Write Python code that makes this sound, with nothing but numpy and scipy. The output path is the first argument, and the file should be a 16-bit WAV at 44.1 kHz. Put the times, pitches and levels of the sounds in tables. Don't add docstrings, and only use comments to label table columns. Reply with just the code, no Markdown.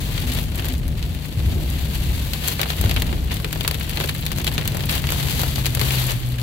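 import sys
import numpy as np
from scipy import signal
from scipy.fft import rfft, irfft
from scipy.io import wavfile
from scipy.ndimage import uniform_filter1d

SR = 44100
rng = np.random.default_rng(int(sys.argv[2]) if len(sys.argv) > 2 else 0)


def to_wav(s):
    ch = np.atleast_2d(s).T
    pcm = np.round(np.clip(ch, -1, 1) * 32767)
    wavfile.write(sys.argv[1], SR, pcm.astype(np.int16))


N = 283122
TIME = np.arange(N) / SR

# t/s, relative level/dB
DOWNPOUR = [(0, -37.5), (.38, -35), (.46, -43.5), (.93, -50.5), (1.0, -44), (1.3, -42.5), (1.76, -38),
            (2.85, -35.5), (3.24, -42.5), (3.95, -38), (4.35, -42), (5.5, -34.5), (6.42, -44)]


def rain(fine_db=2, body_db=1, fizz_db=3.0, coarse_db=0, coarse_dulls=0.22, fizz_growth=0.13,
         roof_db=-12, roof_growth=0.13):
    # t/s, relative level/dB
    coarse_curve = [(0, -10.5), (.6, 8), (1.3, -1), (2.3, -10.5), (2.7, -1), (3.6, 2.5), (4.9, 6.5),
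                    (5.3, -14.5), (6, -4.5), (6.42, 9)]
    # f/Hz, relative gain/dB
    roof_spectrum = [(200, -29), (350, 3.5), (550, -7.5), (750, 13.5), (1150, 9), (1500, -1), (2500, -28),
                     (6000, -60)]
    level_db = water_db()
    share_db, = played(coarse_curve)
    fine = gain_of(fine_db) * patter(per_s=1400, spread_db=3.5, colour_db=4.5)
    coarse = gain_of(coarse_db + share_db) * patter(per_s=150, spread_db=6.0, colour_db=14.5)
    drops = fine + coarse

    top = irfft(rfft(drops) * treble(np.fft.rfftfreq(N, 1 / SR)), N)
    body = drops - top
    swell_db = level_db - level_db.mean()
    top_db = fizz_db - coarse_dulls * share_db + fizz_growth * swell_db
    glass = gain_of(level_db) * (gain_of(body_db) * body + gain_of(top_db) * top)

    drumming_db = level_db + roof_db + roof_growth * swell_db
    drumming = coloured(patter(per_s=300, spread_db=8, colour_db=8.5, count=16), roof_spectrum)
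    return glass + gain_of(drumming_db) * drumming


def water_db(gust_rms_db=0.71, gust_hz=14.2, rise_s=0.0068, runoff_share=0.14):
    # t/s, length/s, relative level/dB
    sheets = [(0.292, 0.095, -39), (.54, 0.18, -41), (2.433, 0.095, -32), (3.296, 0.071, -37.5),
              (3.977, 0.073, -35.5), (4.46, 0.035, -36), (4.9, 0.079, -31), (5.11, 0.35, -34.5),
              (5.796, 0.32, -31)]
    power = gain_of(played(DOWNPOUR)[0]) ** 2
    for s, length_s, db in sheets:
        rise = np.clip((TIME - s) / rise_s, 0, 1)
        fall = np.exp(-np.maximum(TIME - s - length_s, 0) / (runoff_share * length_s))
        power = power + (gain_of(db) * rise * fall) ** 2
    gust_band = [(1, -30), (gust_hz / 2, 0), (gust_hz, 0), (gust_hz * 10, -80)]  # f/Hz, gain/dB
    gusts = coloured(rng.standard_normal(N), gust_band)
    return 10 * np.log10(power) + gust_rms_db * gusts


def patter(per_s, spread_db, colour_db, count=72):
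    out = np.zeros((2, N))
    spots = []
    for a, b, c in rng.standard_normal((count, 3)):
        spots.append(impact(colour_db * a - 2.0, 2 * b, 2 * c, crack_s=0.00053, ring_db=2))
    chance = rng.random(N)
    sizes_db = spread_db * np.minimum(rng.exponential(1, N), 2)
    sizes = gain_of(sizes_db) * rng.choice([-1, 1], N)
    spot = rng.integers(0, count, N)
    for i in np.flatnonzero(chance < per_s / SR):
        add(out, i / SR, sizes[i] * spots[spot[i]])
    return evened(out)


def fat_drops(level_db=13, lead_s=.0003):
    # t/s, relative level/dB, extra treble/dB, extra hollow body/dB
    drop_rows = [(0.1787, -9, -11, 0), (0.665, -15, -4, 8), (0.7386, -14.5, 3, 9), (0.8803, -16, 12, 4),
                 (1.027, -15, -9, -24), (1.7022, -15.5, 17, -17), (2.3345, -5.5, -3, -8),
                 (2.4774, -3, 10, 4), (2.4828, -2.5, 12, 0), (2.5943, -6.5, -15, 1), (2.6035, -8, -10, 8),
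                 (2.615, -.5, 4, 3), (2.6318, -4.5, -5, 1), (2.703, -5, -3, 0.5), (2.8119, -7, 23, 19),
                 (2.84, -8, 1, 12), (2.8948, -7, -2, -3), (2.9118, -4.5, -4.5, -0.5),
                 (2.963, -4.5, -13, -1), (2.971, -7.5, -30, 0), (3.0209, -3.5, 1.5, 3.5),
                 (3.3143, -10.5, -17, 1), (3.4452, -5.5, -7, 4), (3.5283, -5.5, 3, 2.5),
                 (3.6087, -5.5, -5, -2), (3.6482, -7, -17, 3), (3.6778, 2, 9, 4.5), (3.7118, -5, 6, 8),
                 (3.8952, -10, 10, -8), (3.9727, -5.5, -7, 3), (4.0019, -7, -3, 6), (4.0404, -9, -3, 11),
                 (4.093, -4.5, -0.5, -0.5), (4.2645, -4.5, 1.5, -5), (4.3177, -7, 4, 4.5),
                 (4.3851, -8, 9, 6), (4.4452, -7, 3, 2), (4.468, -4.5, -2, -9), (4.4766, -4, -7, -6),
                 (4.5801, -2.5, -3.5, 3.5), (4.6768, -4, 5.5, 0), (4.7472, -9, -20, 18),
                 (4.7701, -9, 8.5, 13), (4.8942, -3.5, -6, -6), (4.953, -14, 8, -4), (5.0408, -10, -12, 1),
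                 (5.0898, -7, -13, -7), (5.104, -6, 6, 2), (5.1215, -4, 8, 9), (5.3941, -5.5, 6, 11),
                 (5.4168, -6, 15, -7), (5.4344, -5.5, -3, 11), (5.5583, -6.5, 1, -4), (5.6576, -2, 2.5, -6),
                 (5.6649, -2.5, 4, 1), (5.75, -2.5, 12.5, 9.5), (5.7947, -5.5, 2, -6),
                 (5.8142, -1, 1.5, 7.5), (5.9074, -5, -5, -4)]
    out = np.zeros((2, N))
    for s, db, treble_db, hollow_db in drop_rows:
        add(out, s - lead_s, fat_drop(db + level_db, treble_db, hollow_db))
    return out


def drips(level_db=38.5, spread_db=2, treble_db=-2, hollow_db=4, colour_db=6, count=28):
    from_s, to_s = 2.6, 6.0
    out = np.zeros((2, N))
    times = from_s + (to_s - from_s) * (np.arange(count) + rng.random(count)) / count
    rain_db = np.interp(times, *np.transpose(DOWNPOUR))
    for s, db, (a, b, c) in zip(times, rain_db, rng.standard_normal((count, 3))):
        drip = fat_drop(db + level_db + spread_db * a, treble_db + colour_db * b, hollow_db + colour_db * c)
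        add(out, s, drip)
    return out


def fat_drop(db, treble_db, hollow_db, bright_db=1, ring_db=-1, dull_rings=0.22, lean_db=-0.4,
             bright_leans=0.085, scatter_db=2.5):
    pan_db = lean_db + bright_leans * treble_db + scatter_db * rng.standard_normal()
    drop_ring_db = ring_db - dull_rings * treble_db
    return gain_of(db) * impact(treble_db + bright_db, hollow_db, pan_db, crack_s=0.00052, ring_db=drop_ring_db)


def impact(bright_db, hollow_db, pan_db, crack_s, ring_db, rise_s=0.00033, apart=1.0, size=4096):
    # f/Hz, relative gain/dB
    glass_spectrum = [(150, -21), (350, -1), (650, -1), (1300, -5), (2000, -1), (2900, 1.5), (4500, -2),
                      (5300, -10), (7600, -8), (9000, -12.5), (10500, -9.5), (11900, -4.5), (13800, -11)]
    # f/Hz, left minus right/dB
    side_spectrum = [(300, 2.5), (1300, 0.5), (2400, 3), (4400, 9), (8000, 5), (15000, 9)]
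    # f/Hz, t60/s
    ring_t60 = [(300, 0.15), (1500, 0.066), (4000, 0.046), (12000, 0.036)]
    # f/Hz, relative level/dB
    ring_spectrum = [(300, 5), (1200, 2), (3500, 2.5), (12000, 1)]
    right_delay_s = .0005
    t, hz = np.arange(size) / SR, np.fft.rfftfreq(size, 1 / SR)

    shared, *own = rng.standard_normal((3, size))
    crack_envelope = (1 - np.exp(-(t / rise_s) ** 2)) * np.exp(-t / crack_s)
    crack = (shared + apart * np.array(own)) * crack_envelope
    crack[1] = later(crack[1], right_delay_s)
    crack /= np.linalg.norm(crack, axis=1, keepdims=True)

    centres = np.geomspace(300, 12000, num=4)
    shares = np.array([read(np.transpose([centres, row]), hz) for row in np.eye(len(centres))])
    bands = irfft(rfft(rng.standard_normal((2, 1, size))) * shares)
    bands[1, 0] = later(bands[0, 0], right_delay_s)
    decay = np.exp(-np.log(1000) * t / read(ring_t60, centres)[:, None])
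    fade = decay * (1 - np.exp(-t / 0.00018))
    band_gain = gain_of(read(ring_spectrum, centres) + ring_db)[:, None]
    fade *= band_gain / np.linalg.norm(fade, axis=1, keepdims=True)
    ring = (bands * fade).sum(1)

    colour_db = read(glass_spectrum, hz) + bright_db * treble(hz) + hollow_db * hollow(hz)
    sides_db = np.array([[.5], [-.5]]) * (read(side_spectrum, hz) + pan_db)
    sound = causal(crack + ring, colour_db + sides_db)
    return sound / np.linalg.norm(sound)


def treble(hz):
    return 1 / (1 + (5500 / (hz + 1)) ** 4)


def hollow(hz):
    return 1 / (1 + (hz / 1700) ** 4)


def jolts(level_db=-1.5, swell_s=0.0078, knock_db=-23.5, knock_growth=1.33, knock_rise_s=0.024, knock_s=0.078):
    # t/s, relative level/dB, f/Hz
    jolt_rows = [(0.859, -12.5, 64.1), (1.371, -11, 100), (1.466, -11, 77), (1.542, -8.5, 85),
                 (2.002, -14, 53.5), (2.088, -14, 52), (2.797, -10.5, 79), (2.848, -9.5, 93),
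                 (2.962, -14.5, 81), (3.088, -8.5, 67)]
    # f/Hz, relative gain/dB
    knock_spectrum = [(100, 8), (200, 3.5), (340, 2.5), (480, -12.5), (700, -9), (1500, -36), (4000, -70)]
    out, shake, t = np.zeros((2, N)), np.zeros((2, N)), np.arange(SR // 2) / SR
    heaviest_db = max(db for _, db, _ in jolt_rows)
    knock = (1 - np.exp(-t / knock_rise_s)) * np.exp(-t / knock_s)
    for s, db, hz in jolt_rows:
        swing = t / swell_s * np.exp(1 - t / swell_s) * np.sin(2 * np.pi * hz * t)
        add(out, s, gain_of(db + level_db) * swing[None])
        add(shake, s, gain_of(knock_db + knock_growth * (db - heaviest_db)) * knock[None])
    return out + shake * cabin_noise(knock_spectrum, apart=0.78)


def road(rumble_db=0.0, boom_db=-1.0, rattle_db=-36.0, rattle_growth=0.35):
    # t/s, relative rumble level/dB, relative boom level/dB
    road_curve = [(0, -28, -24.5), (.9, -26, -25), (1.13, -31, -25.5), (1.27, -40, -34), (1.42, -26, -22),
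                  (1.65, -31, -23.5), (2.12, -24, -25), (2.4, -32.5, -28.5), (2.68, -40, -29),
                  (2.85, -24, -24.5), (3.12, -24.5, -22.5), (3.45, -30, -27.5), (4.15, -33, -27),
                  (4.55, -34, -24), (5.8, -32.5, -24.5), (6.1, -30, -32), (6.42, -33, -31.5)]
    # f/Hz, relative gain/dB
    rumble_spectrum = [(10, -34), (25, -8), (40, 21), (54, 11.5), (64, 25.5), (85, -8.5), (200, -52)]
    boom_spectrum = [(35, -23), (56, -4), (70, -1.5), (88, -5.5), (108, -5.5), (160, -13.5), (230, -25),
                     (500, -104)]
    rattle_spectrum = [(90, -69), (170, 3.5), (205, 0), (255, 0), (300, -4), (400, -11), (600, -14),
                       (1000, -25.5), (2500, -34)]
    deep_db, low_db = played(road_curve)
    rumble = steadied(cabin_noise(rumble_spectrum, apart=0.2), seconds=0.071)
    boom = steadied(cabin_noise(boom_spectrum, apart=0.37), seconds=0.092)
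    rattle = steadied(cabin_noise(rattle_spectrum, apart=0.42), seconds=0.214)
    panels_db = rattle_db + rattle_growth * (low_db - low_db.mean())
    return gain_of(deep_db + rumble_db) * rumble + gain_of(low_db + boom_db) * boom + gain_of(panels_db) * rattle


def drone(level_db=-1):
    # t/s, relative level/dB, f/Hz
    drone_curve = [(0, -38.5, 149.4), (1.4, -31, 149.6), (2.5, -33.5, 151.1), (3.7, -31.5, 148.9),
                   (4.7, -30.5, 145), (5.3, -24.5, 138), (5.55, -29, 131.4), (5.9, -21.5, 127.1),
                   (6.42, -23.5, 124.1)]
    return gain_of(level_db) * hum(*played(drone_curve), width_hz=5, apart=.27)


def wiper(fade_db_per_s=145, sag_hz_per_s=60):
    # t/s, level/dB, f/Hz
    wiper_rows = [(.33, -28, 243), (0.718, -34.5, 257)]
    out = np.zeros((2, N))
    for s, db, hz in wiper_rows:
        level_db = db - fade_db_per_s * abs(TIME - s)
        out += hum(level_db, hz - sag_hz_per_s * (TIME - s), width_hz=12, apart=0.17)
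    return out


def hum(db, hz, width_hz, apart):
    band = 1 / (1 + (np.fft.fftfreq(N, 1 / SR) / width_hz) ** 2)
    noise = rng.standard_normal((3, N)) + 1j * rng.standard_normal((3, N))
    shared, *own = np.fft.ifft(band * noise)
    carrier = np.exp(2j * np.pi * np.cumsum(hz) / SR)
    tone = ((shared + apart * np.array(own)) * carrier).real
    return gain_of(db) * steadied(evened(tone), seconds=0.13)


def cabin_noise(points, apart):
    shared, *own = rng.standard_normal((3, N))
    return coloured(shared + apart * np.array(own), points)


def steadied(x, seconds):
    return x / np.sqrt(uniform_filter1d((x ** 2).mean(0), max(int(seconds * SR), 1)) + 1e-9)


def coloured(x, points):
    gain = gain_of(read(points, np.fft.rfftfreq(N, 1 / SR)))
    return evened(irfft(rfft(x) * gain, N))


def causal(x, db):
    log_gain = np.log(gain_of(np.concatenate([db, db[..., -2:0:-1]], -1)))
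    return np.fft.ifft(np.fft.fft(x) * np.exp(np.conj(signal.hilbert(log_gain)))).real


def gain_of(db):
    return 10 ** (np.asarray(db) / 20)


def evened(x):
    return x / np.sqrt(np.mean(x ** 2) + 1e-20)


def read(points, hz):
    f, value = np.transpose(points)
    return np.interp(np.log(hz + 1), np.log(f + 1), value)


def played(rows):
    s, *columns = np.transpose(rows)
    return [np.interp(TIME, s, c) for c in columns]


def later(x, seconds):
    return np.pad(x, (max(round(seconds * SR), 0), 0))[:len(x)]


def add(mix, s, sound):
    part = mix[:, max(round(s * SR), 0):][:, :sound.shape[1]]
    part += sound[:, :part.shape[1]]


def scene():
    lean_db = 1.3
    car = (road() + drone() + wiper() + jolts()) * gain_of([[lean_db], [-lean_db]])
    return car + rain() + drips() + fat_drops()


def record(dry, ceiling=.85, edge_hz=15800):
    lowpass = signal.firwin(1023, edge_hz, window=("kaiser", 7), fs=SR)
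    held = np.clip(dry, -ceiling, ceiling)
    return signal.oaconvolve(held, lowpass[None], "same")


dry = scene()
out = record(dry)
to_wav(out)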